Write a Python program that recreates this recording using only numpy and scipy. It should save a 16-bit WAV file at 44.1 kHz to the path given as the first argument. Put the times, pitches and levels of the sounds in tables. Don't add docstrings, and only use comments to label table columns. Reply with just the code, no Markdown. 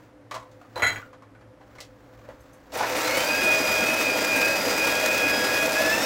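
import sys
import numpy as np
from scipy import signal
from scipy.fft import rfft, irfft
from scipy.io import wavfile
from scipy.ndimage import uniform_filter1d

SR = 44100
rng = np.random.default_rng(int(sys.argv[2]) if len(sys.argv) > 2 else 0)


def wav_record(signal):
    frames = np.transpose(np.atleast_2d(signal))
    bounded = np.clip(frames, -1, 1)
    quanta = np.round(bounded * 32767).astype(np.int16)
    wavfile.write(sys.argv[1], SR, quanta)


def elevation(decibels):
    levels = np.asarray(decibels, float)
    return 10 ** (levels / 20)


N = 266805
TIME_S = np.arange(N) / SR

# time [s], speed [turns per s].
SHAFT = [(2.749, 49.9), (2.826, 75.7), (2.95, 139), (3.0, 155.5), (3.04, 166.5), (3.12, 179.5), (3.16, 186),
         (3.28, 198), (3.36, 203.4), (3.45, 206.7), (3.6, 205.8), (3.66, 205.1), (3.85, 205), (3.92, 204),
         (4.1, 203), (4.2, 202.8), (4.3, 203.7), (4.36, 202.9), (4.4, 201.6), (4.5, 203), (4.6, 204),
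         (4.9, 205.7), (5.2, 206.9), (5.55, 207), (5.67, 208.1), (5.7, 203.3), (5.74, 206.6), (5.84, 214),
         (5.9, 214), (5.93, 219.5), (5.97, 221.5), (6.0, 225.5), (6.04, 231)]
# frequency [Hz], width [Hz], height [dB].
HOUSING = [(275, 20, 8.5), (304.8, 18, 8), (499.5, 28, 15), (561, 45, 11.5), (637, 36, 15), (780, 94, 8.5),
           (914, 78, 8), (1338, 31, 9), (1418, 26, 6.5), (2010, 140, 1.5), (2510, 10, 8), (3680, 110, 5.5),
           (5380, 100, -13)]
# start [s], level [dB].
TICKS = [(2.7726, -29), (2.897, -53), (2.967, -27), (3.032, -30), (3.17, -22.5), (3.432, -26), (3.817, -44),
         (3.9097, -41), (4.0097, -29), (4.0817, -49), (4.271, -50), (4.3613, -24), (4.7314, -51),
         (4.7786, -27), (4.87, -27), (4.9444, -36), (5.0612, -29), (5.438, -27), (5.53, -32), (5.6237, -28),
         (5.72, -31)]

FULL_HZ = 205
GEAR_RATIO = 19.8


def evened(x):
    return x / np.sqrt(np.mean(x ** 2) + 1e-20)


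def read(points, hz):
    point_hz, value = np.transpose(points)
    return np.interp(np.log(hz + 1), np.log(point_hz + 1), value)


def coloured(x, spectrum, modes):
    hz = np.fft.rfftfreq(len(x), 1 / SR)
    peaks_db = sum(db / (1 + (2 * (hz - mode_hz) / width_hz) ** 2) for mode_hz, width_hz, db in modes)
    return evened(irfft(rfft(x) * elevation(read(spectrum, hz) + peaks_db), len(x)))


def band(x, low_hz, high_hz, order=2):
    return signal.sosfilt(signal.butter(order, [low_hz, high_hz], "band", fs=SR, output="sos"), x)


def decaying(x, decay_s):
    return signal.lfilter([1], [1, -np.exp(-1 / (decay_s * SR))], x)


def wander(rate_hz):
    noise = uniform_filter1d(rng.standard_normal(N), 200)
    return evened(decaying(noise, 1 / (2 * np.pi * rate_hz)))


def wavering_sine(hz, waver_hz, rate_hz):
    return np.sin(2 * np.pi * np.cumsum(hz + waver_hz * wander(rate_hz)) / SR)


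def swells(rows, floor_db):
    bells = sum(elevation(db) * np.exp(-(2 * (TIME_S - s) / length_s) ** 2) for s, length_s, db in rows)
    return elevation(floor_db) + bells


def ring(hz, t60_s, t):
    return np.sin(2 * np.pi * hz * t + 2 * np.pi * rng.random()) * elevation(-60 * t / t60_s)


def puff(t, body_s):
    return rng.standard_normal(len(t)) * (np.exp(-t / body_s) + 0.29 * np.exp(-t / 0.00088))


def chattered(sound, t, share, body_s):
    patter = share * rng.standard_normal(len(t)) * np.exp(-t / body_s) * (rng.random(len(t)) < 0.02)
    patter[0] = 1
    return signal.fftconvolve(sound, patter / np.linalg.norm(patter))[:len(t)]


def place(out, start_s, sound):
    out[round(start_s * SR):][:len(sound)] += sound


def impulses(per_s, spread_db):
    return elevation(spread_db * np.minimum(rng.exponential(1, N), 4)) * (rng.random(N) < per_s / SR)


def hum():
    # frequency [Hz], relative density [dB per Hz].
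    spectrum = [(44, -31), (75, -30), (112, 0), (141, -9.5), (215, -10), (282, -4.5), (395, -12.5),
                (517, -5.5), (692, -12.5), (1900, -20.5), (2910, -29.5), (7980, -40), (12000, -44),
                (16000, -54)]
    # frequency [Hz], width [Hz], height [dB].
    room_modes = [(110, 23, 9.5), (286, 41, 8.5), (511, 3.8, 17), (593, 20, 5.5)]
    drones = wavering_sine(109, 2.65, 2.3) * elevation(-62 + 0.67 * wander(2.4))
    drones += wavering_sine(512, 4, 28) * elevation(-59 + 1.5 * wander(9.2))
    growth_db = 10 * np.clip(TIME_S - 0.81, 0, 1)
    deep_gain = elevation(-70.5 - 2.5 * wander(1.2) + growth_db)
    deep = deep_gain * evened(band(rng.standard_normal(N), 47, 68))
    room = elevation(-52 + 0.085 * wander(11)) * coloured(rng.standard_normal(N), spectrum, room_modes)
    return drones + deep + room


def rustle():
    # middle [s], length [s], level [dB].
    strokes = [(0.0, 0.18, -57.5), (0.62, 0.52, -63), (0.91, 0.23, -43), (1.75, 0.22, -62),
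               (2.3, 0.96, -57.5), (2.75, 0.16, -53.5)]
    # frequency [Hz], relative density [dB per Hz].
    tone = [(600, -2), (1500, -3.5), (3000, -16.5), (7500, -21.5), (9000, -34), (16000, -23)]
    friction = elevation(1.8 * wander(40)) * rng.standard_normal(N)
    return swells(strokes, -81) * coloured(friction, tone, [])


def kitchen(x):
    # frequency [Hz], t60 [s].
    decay = [(200, 0.32), (530, 0.18), (1400, 0.2), (3700, 0.15), (9700, 0.12)]
    taps = np.zeros(SR // 2)
    at = np.arange(150, len(taps) - 20, 20)
    taps[at + rng.integers(0, 20, len(at))] = rng.choice([-1.0, 1.0], len(at))
    hz, t, z = signal.stft(taps, SR, nperseg=256)
    t60_s = read(decay, hz)[:, None]
    tail = signal.istft(z * elevation(-60 * t / t60_s), SR, nperseg=256)[1]
    return signal.fftconvolve(x, tail / np.linalg.norm(tail))[:N]


def clinks():
    # start [s], level [dB].
    touches = [(2.405, -60), (2.532, -57)]
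    # frequency [Hz], relative level [dB], t60 [s].
    modes = [(6300, 2, .02), (11800, -6, .025), (12600, -6, .035)]
    t, out = np.arange(4000) / SR, np.zeros(N)
    for start_s, db in touches:
        tones = sum(elevation(mode_db) * ring(hz, t60_s, t) for hz, mode_db, t60_s in modes)
        sound = tones + band(puff(t, 0.015), 5000, 13500)
        place(out, start_s, elevation(db) * chattered(sound, t, 0.5, 0.01))
    return out


def handling_and_motor_start():
    # start [s], level [dB], knock [Hz], relative thud [dB], relative crack [dB].
    knocks = [(0.311, -18, 1106, -3.5, -18), (0.316, -18, 1135, -6, -27), (0.326, -27, 1077, -12, -35),
              (0.342, -17, 1105, -6, -19), (0.35, -18, 1020, -6, -20), (0.361, -21.5, 1040, -13, -28),
              (0.377, -28, 1010, -14, -28), (0.398, -31, 1030, -10, -18), (0.454, -34, 990, -20, -33),
              (0.426, -27.5, 1075, -26, -28), (0.514, -53.5, 515, -8, -0.5), (0.613, -32, 1290, -17, -26),
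              (0.614, -37, 750, -27, -33), (0.649, -37, 1190, -20, -28), (0.762, -18, 513, -25, -36),
              (0.764, -17.5, 950, -20, -38), (0.776, -12, 987, -18, -28), (0.996, -29, 1210, -28, -40),
              (1.047, -37, 1470, -25, -40), (1.349, -42.5, 1500, 2, -27), (1.026, -27, 1435, -23, -43),
              (1.13, -33, 1150, -2.5, -23), (1.222, -31, 1074, -7, -28), (1.409, -43.5, 520, 4.5, -20),
              (1.609, -31.5, 807, -6.5, -40), (1.753, -47.5, 1430, 12, -6), (1.784, -30, 2140, -2, -19),
              (1.804, -26.5, 560, -18, -5.5), (1.809, -34, 2020, -13, -11), (1.825, -50, 500, -8, -16),
              (1.848, -46, 592, -16, -7), (2.25, -30.5, 555, -10, -40), (2.287, -24, 536, -10.5, -35),
              (2.298, -30.5, 900, -7, -37), (2.54, -40, 511, -3, -30), (2.72, -30, 530, -1, -8),
              (2.745, -23, 520, -4, -28), (2.803, -6, 920, -9, -30), (2.788, -10.5, 740, -10, -17),
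              (2.81, -8.5, 897, -21, -23), (2.827, -7, 780, -4, -24), (2.833, -14, 1010, -10, -30),
              (2.847, -20, 930, -2, -28)]
    t, out = np.arange(8000) / SR, np.zeros(N)
    for start_s, db, hz, thud_db, crack_db in knocks:
        knock = 0.5 * ring(hz, 0.028, t)
        knock += 0.5 * elevation(-7.5) * ring(0.885 * hz, 0.025, t)
        knock += elevation(-17.5) * ring(2 * hz, 0.012, t)
        knock = chattered(knock, t, 0.22, 0.011) * (1 - np.exp(-t / 0.0015))
        thud = band(puff(t, 0.013), 430, 1810) * (1 - np.exp(-t / 0.0027))
        crack = band(puff(t, 0.014), 4730 / 1.7, 4730 * 1.45) + 0.13 * puff(t, 0.012)
        place(out, start_s, elevation(db) * (knock + elevation(thud_db) * thud + elevation(crack_db) * crack))
    return out


def spoon():
    # frequency [Hz], relative level [dB], t60 [s].
    modes = [(807, -16, 0.07), (977, -11, 0.047), (1308, -17, 0.096), (1450, 4, 0.029), (1676, -3.5, 0.04),
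             (1994, 12, 0.016), (1950, -19, 0.06), (2140, -7.5, 0.049), (2245, -2, 0.041),
             (2320, -9, 0.055), (2660, -10.5, 0.041), (3200, -8.5, 0.079), (4030, -10, 0.062),
             (4080, -11, 0.044), (6670, 2.5, 0.081), (6764, 11, 0.055), (8030, 2, 0.07), (9100, -9, 0.055),
             (10100, -12, .05), (11170, 3, 0.028), (12400, -5, 0.054), (13780, -12, .05), (14900, -15, .05)]
    # start [s], level [dB], bowl modes [dB], handle modes [dB], thud [dB],
    # the last three relative.
    bounces = [(0.758, -20, -34, -39, -1.5), (0.771, -21.5, -14, -36, -4), (0.796, -18.5, -6, -29.5, -2.5),
               (0.8215, -13, -0.5, -19, -1.5), (0.826, -19, 3.5, -28, -5.5), (0.832, -11, 1.5, -21, -11),
               (0.838, -16, -1, -17, -16), (0.846, -17.5, 2, -17, -1.5), (0.865, -7.5, -6.5, -23, -21),
               (0.872, -13.5, -2.5, -16.5, -19), (0.885, -10, -11, -23, -16), (0.897, -20.5, 1.5, -23, -6),
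               (0.925, -30.5, -4, -9, 4.5), (0.959, -32, 8, -10, -7), (0.968, -39, 8, -18, 0),
               (0.997, -56, -4, -19, -1)]
    t, out = np.arange(9000) / SR, np.zeros(N)
    for start_s, db, bowl_db, handle_db, thud_db in bounces:
        steel = np.zeros(len(t))
        for hz, mode_db, t60_s in modes:
            part_db = bowl_db * (hz < 3500) + handle_db * (hz > 5000)
            steel += elevation(mode_db + part_db) * ring(hz, t60_s, t)
        thud = band(puff(t, 0.014), 345, 1600) + 0.046 * puff(t, 0.011)
        thud += 0.12 * ring(106.4, 0.29, t) * (1 - np.exp(-t / 0.0072))
        sound = 0.27 * chattered(steel, t, 0.23, 0.015) + elevation(thud_db) * thud
        place(out, start_s, elevation(db) * sound * (1 - np.exp(-t / 0.0002)))
    return out


def beaters():
    t, out = np.arange(3000) / SR, np.zeros(N)
    for start_s, db in TICKS:
        burst = rng.standard_normal(len(t)) * (0.5 * np.exp(-t / 0.014) + 0.21 * np.exp(-t / 0.03))
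        fizz = band(burst, 6000, 14600) + 0.9 * band(burst, 14200, 17200)
        knock = 0.96 * ring(rng.uniform(262, 529), 0.093, t) * (1 - np.exp(-t / 0.0014))
        place(out, start_s, elevation(db) * (fizz + knock))
    return out


def shaft_hz():
    return np.interp(TIME_S, *np.transpose(SHAFT))


def effort(full_speed_db, growth, inrush, jolt_db):
    on_s, rise_s, surge_s, jolt_s = 2.72, 0.037, 0.017, 0.023
    since_s = np.maximum(TIME_S - on_s, 0)
    touches = np.zeros(N)
    for start_s, tick_db in TICKS:
        touches[round(start_s * SR)] = elevation(tick_db + jolt_db)
    level = (shaft_hz() / FULL_HZ) ** growth + inrush * np.exp(-since_s / surge_s) + decaying(touches, jolt_s)
    return elevation(full_speed_db) * level * np.clip(since_s / rise_s, 0, 1) ** 2


def slaps():
    batter_s, slap_s = 3.3, 0.024
    beater_turns = np.cumsum(shaft_hz()) / SR / GEAR_RATIO
    starts = np.diff(np.floor(beater_turns), prepend=0) * (TIME_S > batter_s)
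    blows = starts * elevation(4 * np.tanh(rng.standard_normal(N)))
    t = np.arange(4000) / SR
    throb = signal.fftconvolve(blows, t / slap_s * np.exp(1 - t / slap_s))[:N]
    return elevation(-37.5) * throb * evened(band(rng.standard_normal(N), 205, 359))


def backlash():
    # frequency [Hz], relative level [dB], t60 [s].
    modes = [(324, -5.5, 0.073), (520, 6, 0.023), (638, 4, 0.023), (1440, -1, 0.01), (2090, -12, 0.011)]
    t = np.arange(2000) / SR
    clack = sum(-elevation(db - 60 * t / t60_s) * np.sin(2 * np.pi * hz * t) for hz, db, t60_s in modes)
    clacks = signal.oaconvolve(impulses(90, 2), clack)[:N]
    return effort(-39, growth=0.71, inrush=0, jolt_db=0) * evened(band(clacks, 216, 4400))


def gripped(x, spectrum):
    shift = 0.014
    low = coloured(x, spectrum, [(hz * (1 - shift), width_hz, db) for hz, width_hz, db in HOUSING])
    high = coloured(x, spectrum, [(hz * (1 + shift), width_hz, db) for hz, width_hz, db in HOUSING])
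    share = 0.5 + 0.5 * np.tanh(uniform_filter1d(wander(2.5), 2000))
    return evened(share * high + (1 - share) * low)


def gears():
    # frequency [Hz], relative density [dB per Hz].
    rumble = [(18, -58), (30, -15), (165, -5), (278, -1), (425, 0.5), (485, -0.5), (620, -0.5), (695, -1.5),
              (1150, -5), (1500, -12.5), (1950, -42), (3300, -120)]
    knocks = impulses(600, 3.8) * rng.choice([-1, 1], N)
    teeth = (0.39 * evened(knocks) + rng.standard_normal(N)) * elevation(-wander(24.7))
    angle = 2 * np.pi * np.cumsum(shaft_hz()) / SR
    teeth *= (1 + 0.06 * np.cos(angle / GEAR_RATIO)) * (1 + 0.16 * np.cos(angle))
    return effort(-29.5, growth=0.5, inrush=6, jolt_db=1) * gripped(teeth, rumble)


def brushes_and_air():
    # frequency [Hz], relative density [dB per Hz].
    rattle_tone = [(590, -28), (1000, -4.5), (1550, -3.5), (1670, -0.5), (2130, -2), (2530, -0.5),
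                   (3110, -9.5), (5500, -9), (7150, -36.5), (12100, -120)]
    hiss_tone = [(2650, -19), (4500, -12), (4890, -7), (5340, -6), (5930, -0.5), (7810, -2), (8530, -6),
                 (10000, -8.5), (11500, -6), (15600, -6.5)]
    sparks = impulses(1500, 1.06) * rng.choice([-1, 1], N)
    roughness_db = wander(8.7) + 1.6 * wander(120)
    air = elevation(roughness_db) * rng.standard_normal(N) + 0.5 * evened(sparks)
    air *= 1 + 0.025 * np.cos(2 * np.pi * np.cumsum(shaft_hz()) / SR)
    rattle = effort(-30, growth=0.6, inrush=1, jolt_db=17) * coloured(air, rattle_tone, HOUSING)
    hiss = coloured(air, hiss_tone, [])
    top = band(hiss, 8100, 14500, order=3)
    hiss += top * (elevation(wander(5.9)) - 1)
    arcs = rng.exponential(0.9, N) * (rng.random(N) < 40 / SR)
    hiss *= 1 + decaying(arcs, 0.0005)
    return rattle + effort(-34.5, growth=1.06, inrush=2.5, jolt_db=-11) * hiss


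def whine():
    whines = {"third": (3, 0, 2), "slots": (8, 0, 2), "bars": (12, 0, 1.2),
              "bars + twice mains": (12, 100, 1.5), "slots, octave": (16, 0, 2.2),
              "bars, octave": (24, 0, 1.8)}
    whine_swells = {"third": [(3.5, 0.76, -37), (5.0, 0.22, -35.5), (5.83, 0.22, -27.5)],
                    "slots": [(3.15, 0.099, -39), (3.36, 0.15, -32), (3.48, 0.33, -39), (3.8, 0.1, -36),
                    (4.1, 0.19, -40), (4.43, 0.21, -31), (4.92, 0.24, -34.5), (5.35, 0.41, -29.5),
                    (5.6, 0.28, -32), (5.79, 0.068, -24), (5.88, 0.11, -24.5), (5.97, 0.11, -31)],
                    "bars": [(2.81, 0.027, -24.5), (3.15, 0.091, -28), (3.5, 0.17, -19), (3.76, 0.32, -25),
                    (4.1, 0.14, -26), (4.33, 0.15, -24), (4.43, 0.079, -29), (4.56, .06, -31),
                    (4.84, 0.18, -26), (4.97, 0.085, -39), (5.08, 0.16, -25), (5.26, 0.17, -24),
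                    (5.55, 0.12, -29.5), (5.64, 0.1, -24.5), (5.785, 0.051, -26.5), (5.85, 0.028, -27),
                    (5.94, 0.057, -30)], "bars + twice mains": [(2.81, 0.055, -44), (3.1, 0.12, -35),
                    (3.34, 0.15, -24), (3.95, 0.27, -26), (4.09, 0.064, -29), (4.4, 0.21, -27.5),
                    (4.5, 0.17, -26.5), (4.86, 0.19, -37), (5.24, 0.38, -34), (5.8, 0.092, -38)],
                    "slots, octave": [(3.19, 0.14, -36.5), (3.48, 0.27, -40), (3.8, 0.18, -42),
                    (4.2, 0.22, -47), (4.97, 0.26, -40), (5.22, .12, -40), (5.38, 0.21, -36.5),
                    (5.6, 0.15, -39.5), (5.85, 0.32, -41.5), (6.03, 0.1, -37)],
                    "bars, octave": [(2.97, 0.035, -43), (3.015, 0.04, -35.5), (3.07, 0.056, -35.5),
                    (3.155, 0.076, -34), (3.32, 0.21, -33), (3.66, 0.35, -35.5), (4.2, 0.4, -38.5),
                    (4.68, 0.67, -34.5), (5.05, 0.16, -55), (5.38, 0.27, -32), (5.56, 0.081, -38),
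                    (5.75, 0.15, -38), (5.92, 0.16, -34), (6.03, 0.063, -31)]}
    floor_between_swells_db = {"third": -40.5, "slots": -39.5, "bars": -40.5, "bars + twice mains": -44.5,
                               "slots, octave": -48, "bars, octave": -51.5}
    # shaft order, level at full speed [dB].
    steady_orders = [(2, -44.5), (7, -38), (11, -47.5), (23, -48)]
    shaft = shaft_hz()
    speed = np.clip(shaft / FULL_HZ, 0, 1)
    judder = (1 - speed) ** 1.05
    change_hz_per_s = uniform_filter1d(abs(np.gradient(shaft)) * SR, 1500)
    unsteady = np.tanh(change_hz_per_s / 60)
    jerk_hz = (6 * judder + 0.7 * unsteady) * wander(59.4)
    turns = np.cumsum(shaft + 0.22 * wander(8) + jerk_hz) / SR
    out = np.zeros(N)
    for name, (order, offset_hz, waver_db) in whines.items():
        level = swells(whine_swells[name], floor_between_swells_db[name] + 40 * np.log10(speed))
        breakup_db = 3 * unsteady * (speed > 0.5) * (wander(30) - 0.5)
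        level *= elevation(waver_db * wander(22) + breakup_db)
        out += level * np.sin(2 * np.pi * (order * turns + offset_hz * TIME_S + rng.random()))
    for order, db in steady_orders:
        level = speed ** 3 * elevation(db + 1.7 * wander(16) + 2.3 * wander(33) - 3 * unsteady)
        out += level * np.sin(2 * np.pi * (order * turns + rng.random()))
    out += elevation(-53.5 + 1.4 * wander(8.5)) * wavering_sine(108, 3, 6.8)
    return out * np.clip((TIME_S - SHAFT[0][0]) / 0.029, 0, 1)


def scene():
    knocks = handling_and_motor_start() + clinks() + spoon() + beaters()
    echoes = elevation(-3.5) * kitchen(knocks)
    mixer = gears() + brushes_and_air() + backlash() + slaps() + whine()
    mono = hum() + rustle() + knocks + echoes + mixer
    return np.array([mono, mono])


def band_limit(x):
    return signal.sosfilt(signal.butter(12, 16990, fs=SR, output="sos"), x)


def record(dry):
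    lowpass = signal.firwin(511, 15880, window=("kaiser", 9), fs=SR)
    limited = signal.oaconvolve(dry, lowpass[None], "same")
    return band_limit(limited)


dry = scene()
out = record(dry)
wav_record(out)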